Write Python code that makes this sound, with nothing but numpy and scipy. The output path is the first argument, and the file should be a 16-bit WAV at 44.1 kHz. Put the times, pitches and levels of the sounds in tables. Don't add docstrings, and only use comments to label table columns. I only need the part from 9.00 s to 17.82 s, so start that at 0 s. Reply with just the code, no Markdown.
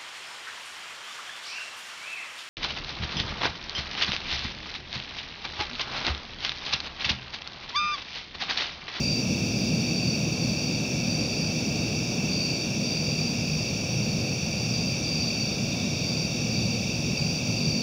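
import sys
import numpy as np
from scipy import signal
from scipy.fft import rfft, irfft
from scipy.io import wavfile
from scipy.ndimage import uniform_filter1d

SR = 44100
rng = np.random.default_rng(int(sys.argv[2]) if len(sys.argv) > 2 else 0)


def invert_db(x):
    u = np.asarray(x, float) / 20
    return 10 ** u


def put_to_file(sound):
    columns = np.atleast_2d(sound).T
    safe = np.clip(columns, -1, 1)
    whole_steps = np.round(safe * 32767)
    wavfile.write(sys.argv[1], SR, whole_steps.astype(np.int16))


N = 388961
TIME = np.arange(N) / SR
BINS = np.maximum(np.arange(N // 2 + 1) * SR / N, 1)
CUTOFF_HZ = 15730


def rms_one(x):
    return x / np.sqrt(np.mean(x ** 2) + 1e-20)


def drift(rate_hz):
    r = np.exp(-80 * np.pi * rate_hz / SR)
    white = rng.standard_normal(N // 40 + 2002)
    slow = signal.lfilter([1], [1, -2 * r, r * r], white)
    settled = slow[2000:] / np.std(slow[1000:])
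    return np.interp(np.arange(N) / 40, np.arange(len(settled)), settled)


def swell(peak_s, span_s):
    return np.exp(-.5 * ((TIME - peak_s) / span_s) ** 2)


def shaped_noise(gain):
    return rms_one(irfft(rfft(rng.standard_normal(N)) * gain, N))


def colour(points):
    hz, db = np.transpose(points)
    return invert_db(np.interp(np.log(BINS), np.log(hz), db))


def hump(hz, width_hz, skirt):
    return 1 / (1 + np.abs(2 * (BINS - hz) / width_hz) ** skirt)


def cricket(hz, strokes_hz, duty, fall_hz, jitter, flicker_db, slip_rad):
    count = strokes_hz * TIME + jitter * drift(1.2) + 1 + rng.random()
    within = np.minimum(count % 1 / np.clip(duty, .2, 1), 1)
    slips = np.cumsum(slip_rad * rng.standard_normal(1000))[count.astype(int)]
    pitch_hz = hz - fall_hz * (within ** 2 - .45) + 8 * drift(3.0)
    tone = np.sin(2 * np.pi * np.cumsum(pitch_hz) / SR + slips)
    stroke = np.sin(np.pi * within) ** .7
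    return rms_one(stroke * tone * invert_db(flicker_db * drift(9)))


def wood(x, t60_s, wet_db):
    lag_s = np.arange(int(.4 * SR)) / SR
    tail = rng.standard_normal(len(lag_s)) * invert_db(-60 * lag_s / t60_s)
    tail = tail / np.sqrt(np.sum(tail ** 2))
    return x + invert_db(wet_db) * signal.fftconvolve(x, tail)[:N]


def phrasing(rows):
    attack_s, release_s = .04, .015
    out = 0
    for start_s, length_s, db in rows:
        rise = (TIME - start_s) / attack_s + 0.3
        fall = (start_s + length_s - TIME) / release_s
        out = out + invert_db(db) * np.clip(np.minimum(rise, fall), 0, 1) * (TIME >= start_s)
    return out


# (start [s], length [s], level [dB])
LEAD_PHRASES = [(0, .22, -33), (.6, .22, -41), (1.38, .42, -38.5), (2.05, .43, -36), (3.27, .3, -37.5),
                (3.82, .51, -35), (5.5, .44, -39), (5.7, .24, -42), (6.04, .26, -34.5), (7.03, .25, -37),
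                (7.45, .33, -38.5), (8.15, .25, -36), (8.47, .28, -37.5)]
RIVAL_PHRASES = [
    (.82, .36, -35.5),
    (1.4, .3, -43),
    (2.5, .5, -45),
    (3.28, .35, -35.5),
    (4.42, .28, -43),
    (4.9, .5, -43),
    (6.2, .35, -35),
    (6.92, .36, -42),
    (7.5, .28, -41),
    (8.62, .25, -35.5),
]
HIGH_PHRASES = [(.42, .31, -41), (.92, .25, -43.5), (2.3, .45, -43.5), (2.8, .35, -44), (3.83, .37, -46),
                (4.35, .35, -41), (5.7, .25, -43), (6.5, .4, -44.5), (6.92, .36, -44), (7.82, .3, -44),
                (8.2, .25, -45)]
LOW_PHRASES = [
    (1.4, .3, -51),
    (2.3, .2, -53),
    (3.32, .25, -47),
    (6.6, .3, -52),
    (8.55, .25, -52),
]


def near_crickets():
    singers = ((LEAD_PHRASES, 4702), (RIVAL_PHRASES, 4588), (HIGH_PHRASES, 4842), (LOW_PHRASES, 4320))
    out = 0
    for rows, hz in singers:
        wandering_hz = hz + 6 * drift(.7)
        song = cricket(wandering_hz, hz / 109, duty=.85, fall_hz=85, jitter=.06, flicker_db=.9, slip_rad=.45)
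        out = out + phrasing(rows) * song
    return wood(invert_db(-.3) * out, t60_s=.18, wet_db=-11)


# (wing pitch [Hz], strokes [1/s], level [dB])
TRILLERS = [(2300, 43.2, -53), (2350, 46.4, -54), (2560, 41.2, -45.5), (2660, 40.0, -48), (2720, 39.9, -49),
            (2740, 43.5, -50), (3560, 45.5, -59), (3720, 48.5, -60), (5500, 70.0, -58), (5750, 69.0, -55),
            (6700, 22.0, -64)]


def steady_crickets():
    out = 0
    for hz, strokes_hz, db in TRILLERS:
        level = invert_db(db + .5 * drift(.8))
        out = out + level * cricket(hz, strokes_hz, duty=.72, fall_hz=120, jitter=.03, flicker_db=.8, slip_rad=.3)
    joining = np.clip((TIME - 6.6) / .3, 0, 1)
    late = invert_db(-69) * shaped_noise(hump(7340, 120, skirt=3)) * joining
    return wood(out, t60_s=0.23, wet_db=-12.5) + late


# (centre [Hz], width [Hz], level [dB])
CROWDS = [(2331, 230, -48.5), (2477, 250, -45), (2640, 126, -44), (3450, 720, -51.5), (4220, 470, -55.5),
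          (4690, 330, -44.5), (5340, 600, -51), (5680, 735, -38), (6740, 460, -54), (7250, 550, -61.5)]
# (centre [Hz], width [Hz], level [dB])
THROBBERS = (3650, 470, -0.56)


def far_choruses():
    bands = sum(invert_db(db + drift(2.9) / 4) * shaped_noise(hump(hz, width_hz, skirt=2.36))
                for hz, width_hz, db in CROWDS)

    throb_hz, throb_peak_s = 3.78, 4.16
    beat = np.cos(2 * np.pi * (throb_hz * (TIME - throb_peak_s) + .1 * drift(.4)))
    hz, width_hz, db = THROBBERS
    level_db = -48.5 + 3.5 * swell(6.95, .6) + 0.43 * drift(1.5)
    throbbers = invert_db(db + 2.0 * beat + level_db) * shaped_noise(hump(hz, width_hz, skirt=4.2))

    kin_rest_db, kin_join_db, kin_blur_s = -41, -6, .08
    near_power = phrasing(LEAD_PHRASES) ** 2 + phrasing(RIVAL_PHRASES) ** 2
    near_power = uniform_filter1d(near_power, int(kin_blur_s * SR))
    joining = np.sqrt(invert_db(2 * kin_rest_db) + invert_db(2 * kin_join_db) * np.abs(near_power))
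    return bands + throbbers + joining * shaped_noise(hump(4625, 340, skirt=2.7))


# (frequency [Hz], density [dB per Hz])
RUMBLE_COLOUR = [(15, -55), (25, -32), (54, -15.5), (108, -4), (162, -1.5), (241, -3), (278, -9.5),
                 (316, -9), (372, -13.5), (585, -15), (937, -28.5), (1900, -34.5), (2470, -40),
                 (4180, -120)]
# (drone [dB], engine band [dB], tyre band [dB])
QUIET_ROAD_DB = (-32.5, -36.5, -40)
# (drone [dB], engine band [dB], tyre band [dB])
WAVER_DB = (.7, .7, .3)
# (nearest [s], span [s], drone rise [dB], engine rise [dB], tyre rise [dB])
VEHICLES = [
    (.4, 1, 1.5, 4.5, 0),
    (2.8, 1.15, -1.5, 3, 1.4),
    (6.6, .5, -1.5, 1, 1.3),
    (7.8, 0.52, 1, 1.5, 0),
]
# (centre [Hz], width [Hz],
# level [dB])
MACHINE_HUMS = [(119, 7, -40), (155, 5, -38.5), (190, 10, -44), (240, 10, -45), (500, 6, -54),
                (537, 6, -56), (720, 150, -52)]


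def road():
    below_200, below_380 = [1 / (1 + (BINS / hz) ** 6) for hz in (200, 380)]
    shares = [below_200, below_380 - below_200, 1 - below_380]
    rises_db = sum(np.outer(rise_db, swell(nearest_s, span_s)) for nearest_s, span_s, *rise_db in VEHICLES)
    out = 0
    for share, db, rise_db, waver_db in zip(shares, QUIET_ROAD_DB, rises_db, WAVER_DB):
        level = invert_db(db + rise_db + waver_db * drift(2.17))
        out = out + level * shaped_noise(colour(RUMBLE_COLOUR) * np.sqrt(share))
    hums = sum(invert_db(db) * shaped_noise(hump(hz, width_hz, skirt=1.72)) for hz, width_hz, db in MACHINE_HUMS)
    return out + hums


# (frequency [Hz], density [dB per Hz])
HISS_COLOUR = [(900, -4), (2000, -19), (3000, 10.5), (4070, -1), (5000, 6.5), (7500, -1.5), (8500, -1.5),
               (10500, -4), (12200, -10), (13500, -5.5), (15500, -3)]
# (frequency [Hz], level [dB])
WHINE_TONES = [(1000, -69), (7500, -84), (8000, -79), (9001, -81), (10500, -87), (13500, -87), (15003, -83)]


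def microphone_noise():
    whines = sum(invert_db(db) * np.sqrt(2) * np.sin(2 * np.pi * hz * TIME) for hz, db in WHINE_TONES)
    return invert_db(-48.5) * shaped_noise(colour(HISS_COLOUR)) + whines


def scene():
    mono = near_crickets() + steady_crickets() + far_choruses() + road() + microphone_noise()
    return np.array([mono, mono])


def noise_fill(x):
    fill_chance, fill_db, band_hz = .035, .5, 689
    out, spectrum = x.copy(), rfft(x[0])
    centres = np.arange(286, N + 2048, 1024)
    for low_hz in 9646 + band_hz * np.arange(9):
        band = (BINS >= low_hz) & (BINS < min(low_hz + band_hz, CUTOFF_HZ))
        part = irfft(spectrum * band, N)
        hit = np.interp(np.arange(N), centres, rng.random(len(centres)) < fill_chance)
        fill = np.std(part) * shaped_noise(band) * invert_db(fill_db)
        out += np.sin(np.pi / 2 * hit) ** 2 * (fill * [[1], [-1]] - .9 * part)
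    return out


def low_pass(x):
    return signal.sosfilt(signal.butter(12, 17010, fs=SR, output="sos"), x)


def record(dry):
    cut = irfft(rfft(dry, axis=1) * (BINS < CUTOFF_HZ), N, axis=1)
    mix = noise_fill(cut)
    return low_pass(mix)


dry = scene()
out = record(dry)
put_to_file(out)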